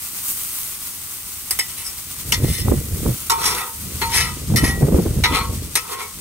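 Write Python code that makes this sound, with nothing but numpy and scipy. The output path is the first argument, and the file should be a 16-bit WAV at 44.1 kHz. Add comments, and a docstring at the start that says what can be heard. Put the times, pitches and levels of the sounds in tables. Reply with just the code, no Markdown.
"""A steady sizzle, with spits of fat: diced vegetables fry on an outdoor steel griddle.
Bursting steam bubbles make the hiss and crackle. Steel spatulas knock and scrape across the plate:
each stroke lands with a clank, drags with a gritty hiss and rings on as the blade lifts.
Gusts of wind buffet the small stereo microphone with rumble, flutter and thumps."""
import sys
import numpy as np
from scipy import signal
from scipy.fft import rfft, irfft, next_fast_len
from scipy.io import wavfile
from scipy.ndimage import uniform_filter1d, minimum_filter1d

SR = 44100
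rng = np.random.default_rng(int(sys.argv[2]) if len(sys.argv) > 2 else 0)


def to_wav(s):
    """Save 16-bit WAV."""
    ch = np.atleast_2d(s).T  # columns
    pcm = np.round(np.clip(ch, -1, 1) * 32767)  # PCM
    wavfile.write(sys.argv[1], SR, pcm.astype(np.int16))


N = 273751

# Each row: time in seconds, level in dB, extra treble in dB.
FRYING_LEVEL = [(0, -25.5, 0.5), (.2, -24.5, -0.5), (.29, -23, 4.5), (.42, -24, 1), (.64, -24.5, 1.5),
                (.75, -27, -1), (1.48, -28, -0.5), (1.68, -27, -2.5), (2.8, -28, -1), (3.3, -26.5, -1),
                (3.7, -29.5, 0.5), (4.1, -23, -7), (4.3, -27, -9), (4.82, -29.5, -2.5), (5.36, -29, -7),
                (6.21, -29.5, -5)]
# Each row: frequency in Hz, spectral density in dB.
FRYING_SPECTRUM = [(290, -11.5), (500, -21), (868, -13.5), (1190, -9), (1770, -14.5), (1950, -10),
                   (3750, -9), (4150, -9.5), (4660, -8), (5470, -8), (8330, -3.5), (14500, -2), (16000, 0)]
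# Each row: frequency in Hz, left-right correlation.
FRYING_CORRELATION = [(60, 0.95), (130, 0.59), (290, 1), (640, 0.81), (1410, 0.74), (3100, 0.31),
                      (6820, 0.1), (10000, 0.95), (15000, 0.62)]
# Each row: frequency in Hz, left over right in dB.
FRYING_PAN = [(60, -3), (110, -2), (200, -9), (380, 8), (700, -2), (1290, 1), (2380, 1), (4400, 1.5),
              (8120, 4), (15000, -1.5)]
def sizzle():
    """Countless steam bubbles burst into a flickering hiss; larger ones crackle."""
    crackles_per_s, crackle_db, calm_db = 600, -19.5, -27
    level_db, treble_db = curves(FRYING_LEVEL)
    hiss = stereo_noise(FRYING_CORRELATION) * gain_of(1.14 * wander(40) + 1.1 * wander(1300))
    bursts = gain_of(0.85 * np.minimum(rng.exponential(1, N), 6)) * (rng.random(N) < crackles_per_s / SR)
    crackle = evened(bursts * rng.choice([-1, 1], N)) * panned(5 * rng.standard_normal(N))
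    fizz = coloured(hiss + gain_of(crackle_db) * crackle, FRYING_SPECTRUM)
    fizz = filtered(fizz, lambda hz: panned(value_at(FRYING_PAN, hz)))
    treble = signal.sosfilt(signal.butter(2, 5500, "high", fs=SR, output="sos"), fizz)
    sheen = signal.sosfiltfilt(signal.butter(2, [7950, 8700], "band", fs=SR, output="sos"), treble)
    sheen_db = -3 + 0.6 * (level_db - calm_db)
    treble = treble + (gain_of(sheen_db) - 1) * sheen
    return gain_of(level_db) * (fizz - treble) + gain_of(level_db + treble_db) * treble


# Each row: start in seconds, peak before panning and filtering in dB.
FAT_SPITS = [(0.2194, -15), (0.2862, -11), (0.3714, -14), (0.4344, -15), (0.5774, -13), (0.6324, -12),
             (0.9844, -16), (1.7074, -16), (3.2344, -22), (3.27, -13), (3.8694, -20), (6.0801, -19)]
def spitting_fat():
    """Fat spits in single sharp snaps, left of centre."""
    out, pan_db = np.zeros((2, N)), 5
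    for start_s, db in FAT_SPITS:
        snap = rng.standard_normal(90) * np.exp(-np.arange(90) / 10)
        add(out, start_s, gain_of(db) * panned(pan_db) * snap / abs(snap).max())
    return coloured(out, FRYING_SPECTRUM)


STROKE_SAMPLES = 24576
# Each row: start in seconds, level in dB, rise in seconds, bass, rasp, treble and pan in dB, then the
# grip: three freely ringing pitches in Hz, their lift in dB, ring time as a multiple of the free blade's.
LANDINGS = [(1.508, -26.5, 0.0009, -3.5, 0, 9.5, 1, 2090, 5800, 8500, 7, 0.37),
            (1.5891, -18, 0.0018, -10.5, -5, -2, -0.5, 2166, 5260, 8170, 13, 0.59),
            (2.3207, -13, 0.0019, -7.5, 1, -4, 2, 2116, 4253, 6440, 7.4, 0.49),
            (3.2974, -14.5, 0.0021, -1, 2.5, -2, -0.5, 918.6, 1104, 7600, 15.4, 0.88),
            (4.0139, -14, 0.0063, 0, -14, -17, 1.5, 920, 2034, 4253, 12.7, 0.72),
            (4.5595, -11.5, 0.0018, -9, 0, -1, 1.5, 1880, 1200, 16000, 11.5, 0.83),
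            (5.237, -6.5, 0.0023, -8, -8.5, -16, 0, 967, 2310, 3950, 7, 1),
            (5.7538, -12, .001, -8, -1, -3.5, 3, 1070, 2150, 8500, 3.7, 0.5)]
def spatula_clanks():
    """The blade lands with a tick and chatters briefly; it bounces once a moment later."""
    chatter_t60_s, bounce_db, bounce_s = 0.098, -20, 0.0177
    out, t = np.zeros((2, N)), np.arange(STROKE_SAMPLES) / SR
    for start_s, db, rise_s, bass_db, rasp_db, treble_db, pan_db, *grip in LANDINGS:
        tone_db = np.outer([bass_db, rasp_db, treble_db], np.ones(len(t)))
        blow = gain_of(db + 0.5 - 60 * t / chatter_t60_s) * np.minimum(t / rise_s, 1)
        bounce = gain_of(bounce_db) * np.interp(t - bounce_s, t, blow, left=0)
        force = (blow + bounce) * gain_of(1.32 * wander(88, len(t)))
        clank = blade_ring(force, tone_db, grip) + plate_grit(force, tone_db, grip)
        tick = np.diff(rng.standard_normal(401)) * np.exp(-t[:400] / 0.0049)
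        add(out, start_s, clank * panned(pan_db))
        add(out, start_s, gain_of(db + treble_db + 2) * tick * panned(pan_db))
    return out


# Each row: time of greatest pressure, rise, hold and fall in seconds, level, bass, rasp, treble and pan
# in dB, the five grip values as in LANDINGS, ring on release in dB.
SCRAPES = [(1.699, 0.031, 0.016, 0.036, -43, -7, 0, 6, 2, 3000, 6050, 8400, 11, .67, -60),
           (1.78, 0.016, 0.043, 0.023, -36.5, -15, -7, 2.5, 1, 2950, 2300, 2674, 9.1, 0.92, -50),
           (1.854, 0.041, .03, 0.032, -43, -3.5, 8, 11, 2, 5240, 5860, 6200, 5.5, 1.2, -55),
           (2.519, 0.22, 0.095, 0.043, -32, -22, -1.5, 2.5, 1.5, 1948, 5230, 6400, 1.8, 1.3, -35.5),
           (3.46, 0.13, 0.041, 0.16, -23.5, -2, 2, 0, 0, 960, 1280, 5500, 2.8, 0.6, -45),
           (3.584, 0.074, 0.025, 0.1, -26.5, -3.5, -10, -2.5, -.5, 902, 1280, 1140, 3.3, 0.55, -39),
           (4.158, .07, 0.037, 0.13, -17.5, -10.5, 0.5, -4, 2.5, 950, 5500, 10400, 3.9, 0.95, -45),
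           (4.645, .05, 0.044, 0.09, -28.5, -5, 0.5, -2.5, 1.5, 784, 1912, 10870, 14, 0.53, -26),
           (5.35, 0.084, 0.037, 0.074, -20.5, -5, -13, -9.5, 2, 938, 1116, 4253, 8.6, 0.72, -23),
           (5.92, .1, 0.024, 0.056, -34.5, 2, -5, -0.5, 0, 426, 1093, 2010, 7.6, 0.46, -41),
           (5.999, 0.055, 0.019, 0.065, -32, -2, -8, -7, 1, 429, 1110, 2226, 7.9, 0.76, -42)]
def spatula_scrapes():
    """The dragged edge catches and slips, duller under light pressure, then lifts and rings."""
    sag_db, faint_db = -3, -24.5
    tone_per_db = (-0.54, 0.3, 0.37)  # bass, rasp, treble per dB of pressure
    out, t = np.zeros((2, N)), np.arange(STROKE_SAMPLES) / SR
    for peak_s, rise_s, hold_s, fall_s, db, *colour_and_grip in SCRAPES:
        bass_db, rasp_db, treble_db, pan_db, *grip, release_db = colour_and_grip
        corners_s = np.cumsum([0, rise_s, hold_s, fall_s])
        pressure_db = np.interp(t, corners_s, [faint_db, 0, sag_db, faint_db], right=-99)
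        dulling_db = np.outer(tone_per_db, np.maximum(pressure_db, faint_db))
        tone_db = np.array([[bass_db], [rasp_db], [treble_db]]) + dulling_db
        force = gain_of(db + pressure_db + 2.9 * wander(30, len(t)) + 1.25 * wander(500, len(t)))
        scrape = blade_ring(force, tone_db, grip) + plate_grit(force, tone_db, grip)
        add(out, peak_s - rise_s, scrape * panned(pan_db))
        add(out, peak_s + hold_s, blade_release(release_db, grip) * panned(pan_db))
    return out


# Each row: frequency in Hz, level in dB, free ring time (T60) in seconds.
BLADE_MODES = [(422, -0.5, 0.24), (488, -2.5, 1), (777, -7, 0.49), (916.5, 4.5, 0.72), (974, 4, 0.4),
               (1074, 3, 1), (1106, -4, 0.44), (1247, 3.5, 0.83), (1294, 4, 0.77), (1340, 4.5, 0.54),
               (1879, 0, .2), (1920, 1, 0.71), (1983, -1.5, 1), (2077, 3, 0.23), (2230, 1, 0.26),
               (2380, -1.5, 0.74), (2595, 0.5, 0.41), (3010, -2.5, 0.55), (3360, -8.5, 1), (3560, 1, 0.41),
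               (3920, 0, 0.08), (4253, -1, .3), (5220, 9, 0.09), (5690, 5, 0.1), (6160, 3, 0.077),
               (6500, -15, 0.057), (8060, 0, 0.038), (8310, -0.5, 0.082), (10190, 3, 0.088),
               (11200, 5.5, 0.032)]
def blade_ring(force, tone_db, grip):
    """Steel rubbing on steel drives the blade's modes, each with its own left-right phase."""
    *_, lift_db, _ = grip
    friction, out = force * rng.standard_normal(len(force)), np.zeros((2, len(force)))
    for hz, db, free_t60_s in BLADE_MODES:
        freedom, t60_s = gripped_mode(hz, free_t60_s, grip)
        radius = 1000 ** (-1 / (t60_s * SR))
        pole = radius * np.exp(2j * np.pi * hz / SR)
        drive = friction * gain_of(tone_at(hz, *tone_db))
        ring = signal.lfilter([np.sqrt(1 - radius ** 2)], [1, -pole], drive)
        right = ring * np.exp(1j * rng.uniform(-1.54, 1.82))
        out += gain_of(db - 11 + lift_db * freedom) * np.array([ring.real, right.real])
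    return out


def blade_release(db, grip):
    """As the blade lifts, its free modes swell quickly and die away as clean tones."""
    out, t = np.zeros(2 ** 15), np.arange(2 ** 15) / SR
    swell = 1 - np.exp(-t / 0.0025)
    for hz, mode_db, free_t60_s in BLADE_MODES:
        freedom, t60_s = gripped_mode(hz, free_t60_s, grip)
        tone = np.sin(2 * np.pi * hz * t + rng.uniform(0, 2 * np.pi))
        out += freedom * gain_of(db + mode_db - 60 * t / t60_s) * swell * tone
    return out


def gripped_mode(hz, free_t60_s, grip):
    """How free a mode is (0 to 1), and its ring time once hand and food have damped it."""
    *free_hz, _, ring_scale = grip
    freedom = nearness(hz, free_hz, spread=0.022)
    return freedom, free_t60_s * ring_scale * (0.35 + 0.65 * freedom)


# Each row: frequency in Hz, spectral density in dB.
PLATE_SPECTRUM = [(290, -58), (500, -51), (649, -25), (729, -8.5), (1280, -3.5), (1600, -5), (2070, -4),
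                  (5390, -3), (7210, -8), (10400, 1.5), (16000, -18)]
def plate_grit(force, tone_db, grip):
    """The plate's crowded modes rasp, flaring in narrow bands that come and go as the edge moves."""
    *free_hz, lift_db, _ = grip
    friction = force * stereo_noise([(1000, 1.0), (4000, 0.15), (10000, 0.72)], len(force))
    hz, frame_s, frames = signal.stft(coloured(friction, PLATE_SPECTRUM), SR, nperseg=512, noverlap=384)
    frame_at = np.minimum(np.round(frame_s * SR).astype(int), len(force) - 1)
    bands = uniform_filter1d(rng.standard_normal(frames.shape[1:]), size=2, axis=0)
    flare_db = 5 * evened(uniform_filter1d(bands, size=14, axis=1))
    grip_db = 1.05 * lift_db * nearness(hz, free_hz, spread=0.041)[:, None]
    colour_db = tone_at(hz[:, None], *tone_db[:, frame_at]) + grip_db + flare_db
    _, grit = signal.istft(frames * gain_of(colour_db), SR, nperseg=512, noverlap=384)
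    return gain_of(-0.5) * grit[:, :len(force)]


# Each row: start in seconds, level in dB, pitch in Hz, snap in dB, surrounding flutter in dB.
WIND_BUFFETS = [(2.402, -10.5, 123, -31.5, -48), (2.447, -14, 147, -36, -30), (2.683, -5, 109, -19.5, -22),
                (2.72, -20, 78.6, -20, -15.5), (3.063, -14, 82, -23, -23.5), (3.103, -8, 123, -48, -30),
                (4.501, -14.5, 145, -34.5, -31.5), (4.541, -3.5, 128, -39, -20),
                (4.641, -19, 130, -43, -23), (4.828, 3, 140, -22, -9), (4.884, -11, 166, -24, -22),
                (4.923, -5, 194, -28, -20), (4.944, -0.5, 76.5, -23, -16), (4.986, -3.5, 189, -28, -12),
                (5.065, -12, 87.5, -26, -21), (5.325, -18, 150, -38, -18.5), (5.499, -14.5, 92, -36, -36)]
def wind_thumps():
    """Sharp buffets hit the microphone: a low thump that falls in pitch, with a short snap."""
    out, t = np.zeros((2, N)), np.arange(1800) / SR
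    snap_band = signal.butter(3, [450, 1250], "band", fs=SR, output="sos")
    for start_s, db, hz, snap_db, _ in WIND_BUFFETS:
        bend = 1 + 0.37 * np.exp(-t / 0.0042)
        thump = gain_of(db - 3) * np.sin(2 * np.pi * hz * t * bend) * np.exp(-t / 0.017)
        snap = signal.sosfilt(snap_band, rng.standard_normal(len(t)) * np.exp(-t / 0.0016))
        add(out, start_s, (thump + gain_of(snap_db + 15.5) * snap) * panned(0.25))
    return out


# Each row: time in seconds, level in dB.
WIND_LEVEL = [(0, -51.5), (2.0, -46.5), (2.2, -42), (2.3, -26.5), (2.36, -30.5), (2.44, -13.5),
              (2.56, -30.5), (2.7, -17), (2.9, -31), (2.96, -19), (3.01, -25), (3.09, -16.5), (3.18, -40),
              (3.58, -37.5), (3.68, -54), (3.82, -32.5), (4.47, -29.5), (4.52, -15.5), (4.76, -22.5),
              (4.95, -24.5), (5.2, -18.5), (5.3, -26), (5.36, -28), (5.45, -29.5), (5.54, -25.5),
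              (5.72, -33), (5.79, -46), (6.09, -49), (6.21, -33)]
# Each row of both spectra: frequency in Hz, spectral density in dB.
RUMBLE_SPECTRUM = [(15, -57), (40, -1.5), (70, 5.5), (130, 0), (220, -7.5), (400, -40.5)]
FLUTTER_SPECTRUM = [(100, -25.5), (250, 1), (450, -3.5), (800, -20), (1500, -33), (2600, -38), (5000, -100)]
def wind_gusts():
    """Wind on the ports makes a lumpy rumble; a quicker flutter grows with it and around each buffet."""
    breeze_db, breeze_flutter_db, flutter_per_db = -37, -48.5, 0.9152
    rise_s, fall_s = 0.011, 0.015
    level_db, = curves(WIND_LEVEL)
    flutter_gain = gain_of(breeze_flutter_db + flutter_per_db * (level_db - breeze_db))
    for start_s, *_, flutter_db in WIND_BUFFETS:
        since_s = np.arange(N) / SR - start_s
        flutter_gain += gain_of(flutter_db) * np.exp(-np.maximum(since_s / fall_s, -since_s / rise_s))
    rumble = coloured(stereo_noise([(50, 0.93), (300, 0.9)]), RUMBLE_SPECTRUM)
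    rumble *= gain_of(2.5 * wander(710))
    swirl = stereo_noise([(200, 1.0), (700, 0.3)]) * gain_of(4.6 * wander(112))
    flutter = coloured(swirl, FLUTTER_SPECTRUM)
    return gain_of(level_db) * evened(rumble) + flutter_gain * evened(flutter) * panned(-1.6)


def gain_of(db):
    return 10 ** (np.asarray(db) / 20)


def evened(x):
    """Scales to unit RMS."""
    return x / np.sqrt(np.mean(x ** 2) + 1e-20)


def panned(left_over_right_db):
    return gain_of(np.vstack([left_over_right_db / 2, -left_over_right_db / 2]))


def add(mix, start_s, sound):
    part = mix[:, round(start_s * SR):][:, :sound.shape[-1]]
    part += sound[..., :part.shape[1]]


def value_at(points, hz):
    """Interpolates (Hz, value) points over log frequency."""
    point_hz, values = np.transpose(points)
    return np.interp(np.log(hz + 1), np.log(point_hz + 1), values)


def curves(rows):
    """Each column after the time as a value per sample."""
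    times_s, *columns = np.transpose(rows)
    return [np.interp(np.arange(N) / SR, times_s, column) for column in columns]


def filtered(x, response):
    """Applies a gain given as a function of Hz."""
    size = next_fast_len(x.shape[-1])
    return irfft(rfft(x, size) * response(np.fft.rfftfreq(size, 1 / SR)), size)[..., :x.shape[-1]]


def coloured(x, spectrum):
    """Filters by (Hz, dB) points, keeping the power of white noise."""
    return filtered(x, lambda hz: evened(gain_of(value_at(spectrum, hz))))


def wander(width_samples, size=N):
    """Smooth random drift of unit RMS."""
    drift = uniform_filter1d(rng.standard_normal(size), width_samples)
    return evened(uniform_filter1d(drift, width_samples))


def stereo_noise(correlation, size=N):
    """Two white noises, alike according to (Hz, correlation) points."""
    fft_size = next_fast_len(size)
    left, other = rfft(rng.standard_normal((2, fft_size)))
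    shared = value_at(correlation, np.fft.rfftfreq(fft_size, 1 / SR))
    right = shared * left + np.sqrt(1 - shared ** 2) * other
    return irfft(np.array([left, right]), fft_size)[:, :size]


def tone_at(hz, bass_db, rasp_db, treble_db):
    """Three-band tone control in dB, flat between bass and rasp."""
    over_bass, over_mid, over_rasp = [1 / (1 + (edge / (hz + 1)) ** 16) for edge in (1500, 4600, 7000)]
    return bass_db * (1 - over_bass) + rasp_db * (over_mid - over_rasp) + treble_db * over_rasp


def nearness(hz, free_hz, spread):
    """1 at one of the free pitches, 0 far from all."""
    return np.max([np.exp(-(np.log((hz + 1) / f) / spread) ** 2) for f in free_hz], 0)


def scene():
    return sizzle() + spitting_fat() + wind_gusts() + wind_thumps() + spatula_clanks() + spatula_scrapes()


# Each row: frequency in Hz, gain in dB.
PORT_RESPONSE = [(7000, 0.5), (7900, -3), (8050, 6), (8600, 1.5), (9500, -0.5)]
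# Each row: frequency in Hz, phase lead of the left port in radians.
PORT_PHASE = [(300, 0), (1380, -0.5), (3010, -1.5), (4800, -2.1), (5700, -5.2), (8500, -6.8), (10300, -6.6),
              (16500, -7.5)]
def record(dry):
    """The two ports resonate near 8 kHz and differ in phase; a peak limiter and a low-pass follow."""
    ceiling, limiter_samples, cutoff_hz = 0.88, 441, 15750
    heard = filtered(dry, lambda hz: gain_of(value_at(PORT_RESPONSE, hz)))
    heard = filtered(heard, lambda hz: np.exp(1j * np.outer([1, 0], value_at(PORT_PHASE, hz))))
    safe_gain = np.minimum(ceiling / (abs(heard).max(0) + 1e-9), 1)
    heard *= uniform_filter1d(minimum_filter1d(safe_gain, limiter_samples), limiter_samples)
    low_pass = signal.firwin(511, cutoff_hz, window=("kaiser", 9), fs=SR)
    return signal.oaconvolve(heard, low_pass[None], "same")


dry = scene()
out = record(dry)
to_wav(out)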